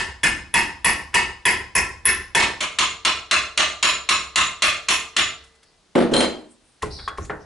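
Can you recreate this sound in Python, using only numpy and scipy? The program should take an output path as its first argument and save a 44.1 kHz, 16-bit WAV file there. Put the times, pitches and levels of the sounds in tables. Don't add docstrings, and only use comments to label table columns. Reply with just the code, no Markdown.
import sys
import numpy as np
from scipy import signal
from scipy.fft import rfft, irfft, next_fast_len
from scipy.io import wavfile
from scipy.ndimage import uniform_filter1d, minimum_filter1d

SR = 44100
rng = np.random.default_rng(int(sys.argv[2]) if len(sys.argv) > 2 else 0)


def pcm_store(signal):
    levels = np.round(np.clip(np.atleast_2d(signal), -1, 1) * 32767)
    wavfile.write(sys.argv[1], SR, levels.astype(np.int16).T)


def boost_factor(decibels):
    exponent = np.asarray(decibels, float) / 20
    return 10 ** exponent


N = 328545
TAIL = SR // 2
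HUM = 7 * SR // 10


def unit(x):
    return x / np.sqrt(np.mean(x ** 2) + 1e-20)


def along(points, hz):
    f, v = np.transpose(points)
    return np.interp(np.log(hz + 1), np.log(f + 1), v)


def filtered(x, response):
    size = next_fast_len(x.shape[-1] + 4096)
    spectrum = rfft(x, size) * response(np.fft.rfftfreq(size, 1 / SR))
    return irfft(spectrum, size)[..., :x.shape[-1]]


# (frequency [Hz], likeness [0-1])
LIKENESS = [(60, 1), (150, .96), (490, .7), (1410, .76), (4030, .6), (11500, .76)]


def paired(two):
    def turn(hz):
        return np.arccos(np.clip(along(LIKENESS, hz), -1, 1)) / 2

    mid, side = filtered(two, lambda hz: np.array([np.cos(turn(hz)), np.sin(turn(hz))]))
    return np.array([mid + side, mid - side])


def ring(modes, scatter_db, size=TAIL):
    hz, db, t60 = np.transpose(modes)
    db = db + scatter_db * rng.standard_normal(hz.shape)
    hz = hz + 1.2 / t60 * rng.standard_normal(hz.shape)
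    start = boost_factor(db) * np.exp(2j * np.pi * rng.random(hz.shape))
    step = boost_factor(-60 / t60 / SR) * np.exp(2j * np.pi * hz / SR)
    impulse = signal.unit_impulse(size)
    return sum(signal.lfilter([a], [1, -p], impulse).imag for a, p in zip(start, step))


def click(colour):
    cepstrum = irfft(np.log(boost_factor(along(colour, np.fft.rfftfreq(4096, 1 / SR))) + 1e-6))
    cepstrum = cepstrum * np.r_[1, 2 * np.ones(2047), 1, np.zeros(2047)]
    pulse = irfft(np.exp(rfft(cepstrum)))
    return np.pad(pulse / np.linalg.norm(pulse), (0, TAIL - 4096))


# (frequency [Hz], decay t60 [s])
SHOP_DECAY = [(100, 0.57), (300, 0.52), (750, 0.51), (2000, 0.41), (5000, 0.45), (8000, 0.37), (11000, 0.3)]
# (delay [s], length [s], level [dB])
FAR_WALL_ECHO = (.04, .014, 3)


def shop(liveliness, bloom_s, patchy_db):
    hz, t, z = signal.stft(rng.standard_normal((2, TAIL)), SR, nperseg=128)
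    t60 = liveliness * along(SHOP_DECAY, hz)[:, None]
    patches = uniform_filter1d(rng.standard_normal(z.shape[1:]), size=3, axis=0)
    patches = uniform_filter1d(patches, size=14, axis=1)
    delay, length, echo_db = FAR_WALL_ECHO
    echo = echo_db * np.exp(-((t - delay) / length) ** 2)
    db = patchy_db * unit(patches) * hz[:, None] / 8000 + echo - 60 * t / t60
    tail = signal.istft(z * boost_factor(db) / np.sqrt(t60), SR, nperseg=128)[1][:, :TAIL]
    tail = paired(tail * (1 - np.exp(-np.arange(TAIL) / SR / bloom_s)))
    return tail / np.linalg.norm(tail, axis=1, keepdims=True)


# (frequency [Hz], level [dB per Hz])
FLOOR_THUD = [(20, -34.5), (35, -10), (48, -17), (68, -2), (90, -11.5), (110, -18), (200, -25), (400, -50)]


def strikes(rows, colour, body, head, part, drive_db, body_db, crack_s, direct_db,
            liveliness, thud_t60, pan_db, near_db, far_db):
    out = np.zeros((2, N + SR + 2 * TAIL))
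    t = np.arange(TAIL) / SR
    blow, place = click(colour), shop(liveliness, bloom_s=0.0059, patchy_db=2)
    for s, db, head_db, thud_db, bright_db, part_db in rows:
        def slope(hz):
            return boost_factor((bright_db + 8.5) * 0.3 * np.log2((hz + 100) / 2000))

        steel = boost_factor(body_db) * ring(body, scatter_db=2)
        tool = boost_factor(head_db - 24) * ring(head, scatter_db=1.0)
        tool = tool + boost_factor(part_db - 29) * ring(part, scatter_db=-1.5)

        burst = t * boost_factor(-60 * t / crack_s) * rng.standard_normal(TAIL)
        crack = signal.fftconvolve(burst / np.linalg.norm(burst), blow[:4096])[:TAIL]
        crack = filtered(crack, lambda hz: boost_factor(4.25 * np.log2((hz + 100) / 2500)))

        room = .8 * place + .6 * shop(liveliness, bloom_s=.005, patchy_db=5)
        far = filtered(blow + steel, slope) + boost_factor(far_db) * tool
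        heard = signal.fftconvolve(far[None], room, axes=1)[:, :TAIL]
        near = filtered(crack + steel, slope) + boost_factor(near_db) * tool
        heard = heard + boost_factor(direct_db) * near * (1 - np.exp(-t / 0.00043))

        noise = rng.standard_normal((2, TAIL))
        shake = paired(filtered(noise, lambda hz: boost_factor(along(FLOOR_THUD, hz))))
        shake = shake * boost_factor(-60 * t / thud_t60) * (1 - np.exp(-t / .015))
        heard = boost_factor(29.5) * heard + boost_factor(thud_db + 30.0) * shake / np.linalg.norm(shake[0])
        begin = SR + round(s * SR)
        out[:, begin:begin + TAIL] += boost_factor(db + drive_db) * heard
    return out[:, SR:SR + N] * boost_factor(pan_db * np.array([[.5], [-.5]]))


def felt(blows, feel):
    usual_db, thud_db, thud_grows, bright_db, bright_grows = feel
    return [(s, db, head_db, thud_db + thud_grows * (db - usual_db),
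             bright_db + bright_grows * (db - usual_db), bolt_db)
            for s, db, head_db, bolt_db in blows]


def friction(rows, width, grain_db):
    s, db, centre = np.transpose(rows)
    start = 5 * SR
    t = np.arange(start, N) / SR
    where = np.log(np.interp(t, s, centre))
    noise = rng.standard_normal((2, len(t)))
    grains = noise * boost_factor(grain_db * unit(uniform_filter1d(rng.standard_normal(len(t)), size=60)))
    mix = 0
    for band in np.log(np.geomspace(3000, 10500, 14)):
        sound = filtered(grains, lambda hz: np.exp(-((np.log(hz + 1) - band) / 0.075) ** 2))
        mix = mix + np.exp(-((where - band) / width) ** 4) * sound
    level = boost_factor(np.interp(t, s, db, left=-120, right=-120))
    return np.pad(level * unit(paired(mix)), ((0, 0), (start, 0)))


# (frequency [Hz], level [dB per Hz])
ROOM_TONE = [(15, -32), (25, 3.5), (54, -0.5), (231, -2), (448, -2.5), (484, -3), (1870, -8.5), (2020, -9),
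             (2300, -9.5), (4140, -7.5), (11200, -18), (14600, -51.5), (22000, -120)]


def air():
    noise = rng.standard_normal((2, N))
    return boost_factor(-61.5) * unit(paired(filtered(noise, lambda hz: boost_factor(along(ROOM_TONE, hz)))))


# (time [s], strength [dB], head ring [dB], bolt ring [dB])
FLAT_FACE_BLOWS = [
    (-0.07, -12.5, -33, -23.5),
                   (0.232, -12.5, -13, -16.5),
    (0.54, -11, -6, -15.5),
    (0.845, -12.5, 3.5, -18.5),
    (1.141, -10.5, -32, -30),
    (1.453, -11.5, -5, -16),
    (1.751, -15, 0.5, -39),
    (2.054, -14, 8.5, -18),
    (2.348, -8.5, -33.5, -16),
]
# (frequency [Hz], level [dB per Hz])
FLAT_COLOUR = [(71, -18.5), (120, -13), (361, -8.5), (626, -14), (987, -3), (1220, -17.5), (1810, 2.5),
               (3450, -13.5), (3800, -17.5), (5050, -14), (9620, -12.5), (10600, -14), (11200, -20),
               (14600, -53.5), (22000, -120)]
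# (frequency [Hz], level [dB], decay t60 [s])
FLAT_VISE = [(355, -18, .07), (974, -9, .055), (1060, -11, .05), (1328, -16, .08), (1776, -6, .1),
             (1884, -5, .08), (2050, -12, .09), (2202, -8, .09), (2555, -3, .065), (2800, -9, .06),
             (3063, -13, .05), (4350, -16, .025), (5100, -9, .04), (5230, -11, .04), (5857, -18, .025),
             (7284, -18, .025), (7817, -18, .025), (8565, -18, .025)]
FLAT_HEAD = [(10551, 0, .08), (10590, -4, .05), (10500, -6, .04), (10640, -18, .3)]
FLAT_BOLT = [(3380, 11, 0.17), (3220, -3.5, 0.027), (3460, -9, .05)]
# (usual strength [dB], thud [dB], thud growth [dB/dB], brightness [dB], brightness growth [dB/dB])
FLAT_FEEL = (-12.5, -21.5, -1.7, -12.5, -0.4)


def flat_face():
    return strikes(felt(FLAT_FACE_BLOWS, FLAT_FEEL), FLAT_COLOUR, FLAT_VISE, FLAT_HEAD, FLAT_BOLT,
                   drive_db=2.0, body_db=-23.5, crack_s=0.046, direct_db=-15.5, liveliness=0.95,
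                   thud_t60=0.93, pan_db=-0.3, near_db=11, far_db=-8.5)


# (frequency [Hz], level [dB per Hz])
STEEL_COLOUR = [(71, -49.5), (120, -11.5), (334, -4.5), (420, -2.5), (864, -3.5), (1040, -6), (1500, -4),
                (3450, -27.5), (11200, -57.5), (14600, -84), (22000, -120)]
# (frequency [Hz], level [dB], decay t60 [s])
BAR_BODY = [(412, -3, 0.14), (790, 2, 0.017), (1850, 6.5, 0.02), (2096, -3, 0.036)]
BAR_FREE = [(1640, 2, 0.045), (3360, 2.5, 0.14), (3900, -12, .04)]
BAR_KNOCKED = [(1087, 16, 0.057), (1225, 1.5, 0.06)]


def handle_steel(rows):
    return strikes(rows, STEEL_COLOUR, BAR_BODY, BAR_FREE, BAR_KNOCKED, drive_db=-7.5, body_db=-33,
                   crack_s=0.041, direct_db=4.5, liveliness=1.0, thud_t60=0.78, pan_db=0.2,
                   near_db=-5.0, far_db=-12)


# (time [s], strength [dB])
GRAZE_TIMES = [
    (0.534, -38.5),
    (1.132, -35),
    (2.049, -33),
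    (6.817, -44),
]
# (time [s], strength [dB], ring [dB])
CARRY_TICKS = [
    (5.437, -50, -31.5),
    (5.55, -57, -33),
    (5.628, -51.5, -11),
]
# (ring [dB], thud [dB], brightness [dB], knock [dB])
GRAZE_SOUND = (-28.5, -32.5, 2.5, -24.5)
# (thud [dB], brightness [dB], knock [dB])
TICK_SOUND = (-36, 33, -28.5)


def grazes():
    brushed = [row + GRAZE_SOUND for row in GRAZE_TIMES]
    ticked = [row + TICK_SOUND for row in CARRY_TICKS]
    return handle_steel(brushed + ticked)


# (time [s], strength [dB], head ring [dB], bolt ring [dB])
SKID_BOUNCES = [
    (2.37, -15, -31.5, -28.5),
    (2.398, -13, -36, -33),
    (2.44, -26, -30.5, -28),
]
# (frequency [Hz], level [dB per Hz])
ROUND_COLOUR = [(71, -48), (150, -18), (250, -15.5), (370, -11), (500, -23), (620, -5.5), (880, -14.5),
                (1050, -2.5), (1440, -7.5), (2550, -2.5), (4300, -6), (5000, -16), (7240, -13.5),
                (11200, -27)]
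# (usual strength [dB], thud [dB], thud growth [dB/dB], brightness [dB], brightness growth [dB/dB])
ROUND_FEEL = (-12.5, -30.5, -0.3, -9, 0.24)


def skid():
    return strikes(felt(SKID_BOUNCES, ROUND_FEEL), ROUND_COLOUR, FLAT_VISE, FLAT_HEAD, FLAT_BOLT,
                   drive_db=-1.5, body_db=-29.5, crack_s=0.03, direct_db=-10.5, liveliness=0.9,
                   thud_t60=0.6, pan_db=-2.5, near_db=5, far_db=-11.5)


# (time [s], strength [dB], head ring [dB], bolt ring [dB])
ROUND_BLOWS = [(2.605, -20.5, -15.5, -32), (2.786, -11.5, -16.5, -63), (3.049, -12.5, -21.5, -61),
               (3.311, -10, -29, -46), (3.575, -9.5, -16, -60), (3.827, -10, -13, -27.5),
               (4.089, -10.5, -21.5, -33.5), (4.358, -9, -13.5, -35), (4.621, -10, -17, -24),
               (4.885, -13, -17.5, -26), (5.165, -10.5, -18, -35)]
# (frequency [Hz], level [dB], decay t60 [s])
ROUND_VISE = [(1040, -11, .05), (1200, -19, .3), (1326, -12, .08), (1776, -14, .07), (2140, -10, .07),
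              (620, -20, .05), (2420, -9, .05), (2564, -6, .045), (2800, -7, .06), (3055, -8, .05),
              (3392, -8, .05), (3870, -11, .03), (4060, -10, .03), (5173, -14, .025), (5556, -10, .025),
              (6153, -10, .025), (7962, -18, .02), (9146, -18, .02)]
ROUND_HEAD = [(7001, 4, .18), (6984, 2, .12), (7027, 0, .09)]
ROUND_BOLT = [(10640, 8, .25), (10615, 4, .15)]


def ball_end():
    return strikes(felt(ROUND_BLOWS, ROUND_FEEL), ROUND_COLOUR, ROUND_VISE, ROUND_HEAD, ROUND_BOLT,
                   drive_db=3.0, body_db=-24.0, crack_s=0.028, direct_db=-11.5, liveliness=0.92,
                   thud_t60=.7, pan_db=-1.0, near_db=4.5, far_db=-1.3)


# (frequency [Hz], level [dB], decay t60 [s])
HANGING_TOOLS = [(453, -51, 1.6), (2010, -54, 1.7)]


def wall_tools():
    out, t = np.zeros(N + HUM), np.arange(HUM) / SR
    fade = (1 - np.exp(-t / 0.0079)) * np.minimum(1, (t[-1] - t) * 10)
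    for s, *_ in ROUND_BLOWS:
        out[round(s * SR):][:HUM] += ring(HANGING_TOOLS, scatter_db=0, size=HUM) * fade
    return out[:N]


# (time [s], length [s], level [dB], centre [Hz], glide [Hz])
HAND_RUBS = [
    (5.57, .25, -64, 5100, -900),
    (6.48, 0.095, -57, 8450, 5),
    (6.58, 0.24, -66.5, 8900, 102),
    (6.81, 0.34, -59.5, 9100, -300),
    (7.19, 0.12, -48, 5600, 2200),
    (7.385, 0.09, -58, 5480, 50),
]


def rubbing():
    shape = [(0, -19), (0.33, 0), (0.46, 0), (1, -19)]  # (share of length, level [dB])
    strokes = sorted((s + part * length, db + under_db, hz + part * glide_hz)
                     for s, length, db, hz, glide_hz in HAND_RUBS for part, under_db in shape)
    return friction(strokes, width=0.15, grain_db=1.5)


# (time [s], strength [dB], brightness [dB])
WOOD_LANDING = [
    (5.952, -4.5, -23.5),
    (5.985, -7, -5),
    (6.011, -39, -4),
    (6.112, -26, -41),
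]
# (time [s], strength [dB], steel jingle [dB], loose bar [dB])
TOOL_RATTLE = [
    (6.136, -3, -11, -8.5),
    (6.165, -6, -9, 2.5),
    (6.205, -3, -8.5, -43),
    (6.24, -16, -34, -43),
    (6.27, -44, -19, -25),
    (6.39, -36.5, -23, -15),
]
# (frequency [Hz], level [dB per Hz])
WOOD_COLOUR = [(59, -35.5), (100, -32.5), (140, -24.5), (238, -6), (476, -8), (627, -13), (895, -17),
               (4170, -29), (7110, -55), (9380, -36), (11200, -51), (14600, -76), (22000, -120)]
# (frequency [Hz], level [dB], decay t60 [s])
BENCH_WOOD = [(230.3, -17.5, 0.75), (308.4, -16, 0.69), (344, -8.5, 0.31), (423, -7.5, 0.12),
              (532, -6, 0.18), (637, -16, 0.32), (810, -27, 0.11), (1720, -21, 0.078)]
STEEL_TOOLS = [(2190, -5, 0.03), (3190, 1.5, 0.086), (4800, -31, .04), (5270, -13, 0.06),
               (5930, -12, 0.036), (6730, -15, 0.042), (6550, -10.5, 0.07), (7400, -13, .15),
               (7600, -11.5, .05), (8450, -14, .05), (10700, -24, .05)]
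LOOSE_BAR = [(4100, -1, 0.13), (4260, -13, 0.074), (9720, -25.5, 0.11), (9100, -12, 0.2)]


def bench():
    jingle_db, thud_db, loose_db = -38, -29.5, -31.5
    wood = [(s, db, jingle_db, thud_db, bright_db, loose_db) for s, db, bright_db in WOOD_LANDING]
    thud_db, bright_db = -33, -3.5
    steel = [(s, db, jingle, thud_db, bright_db, loose) for s, db, jingle, loose in TOOL_RATTLE]
    return strikes(wood + steel, WOOD_COLOUR, BENCH_WOOD, STEEL_TOOLS, LOOSE_BAR, drive_db=-8.0,
                   body_db=-34.5, crack_s=0.028, direct_db=-9.0, liveliness=0.87, thud_t60=0.65,
                   pan_db=-0.3, near_db=6, far_db=-3)


# (time [s], strength [dB], thud [dB], brightness [dB], knock [dB])
HANDLE_KNOCKS = [
    (6.821, -25, 2, 25, -18),
    (6.83, -37.5, 0.5, -40, 11),
    (6.989, -36, 3.5, -3.5, -16),
    (7.077, -23.5, -18, 7, 0.5),
    (7.174, -34.5, -14, 19, -20.5),
    (7.184, -41, 18.5, -38, 9.5),
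    (7.247, -43.5, 3, 36, -37),
    (7.297, -23, -37, -18, -29),
]
# (time [s], level [dB], centre [Hz])
EYE_SLIDE = [
    (6.89, -73, 3700),
    (6.91, -45, 4370),
    (6.93, -41, 4900),
    (6.98, -41.5, 4600),
    (7.03, -44, 4360),
    (7.075, -45.5, 4300),
    (7.12, -56, 4200),
    (7.18, -66, 4200),
]


def vise_handle():
    free_db, gripped_db = -8, -37
    knocks = [(s, db, free_db if 6.9 < s < 7.12 else gripped_db, *rest)
              for s, db, *rest in HANDLE_KNOCKS]
    return handle_steel(knocks) + friction(EYE_SLIDE, width=0.21, grain_db=1.0)


def scene():
    blows = flat_face() + grazes() + skid() + ball_end() + wall_tools()
    return air() + blows + rubbing() + bench() + vise_handle()


def limited(x, top_db, hold, smooth):
    need = np.minimum(0, top_db - 20 * np.log10(np.abs(x).max(axis=0) + 1e-9))
    span = int(hold * SR) | 1
    held = minimum_filter1d(need, span, origin=span // 2)
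    return x * boost_factor(uniform_filter1d(held, int(smooth * SR) | 1))


def roll_off(x):
    return signal.sosfilt(signal.butter(12, 12120, fs=SR, output="sos"), x)


# (frequency [Hz], left minus right [dB])
MIC_BALANCE = [(60, -.3), (125, -1.6), (250, -.9), (500, .3), (1500, 1.1), (5000, .8), (11000, -.3)]
# (frequency [Hz], left leads by [rad])
MIC_LEAD = [(60, .08), (95, .15), (140, .7), (300, .7), (600, .5), (2500, .03), (4100, .15), (11000, .02)]
# (frequency [Hz], level [dB])
BAND_LIMIT = [(20, 2), (10900, 0), (11300, -25), (12000, -39), (16000, -70), (17000, -120)]


def record(dry):
    half = np.array([[.5], [-.5]])
    mics = filtered(dry, lambda hz: boost_factor(along(MIC_BALANCE, hz) * half) * np.exp(1j * along(MIC_LEAD, hz) * half))
    flattened = limited(mics, top_db=-6.0, hold=0.0082, smooth=0.0012)
    mix = filtered(flattened, lambda hz: boost_factor(along(BAND_LIMIT, hz)))
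    return roll_off(mix)


dry = scene()
out = record(dry)
pcm_store(out)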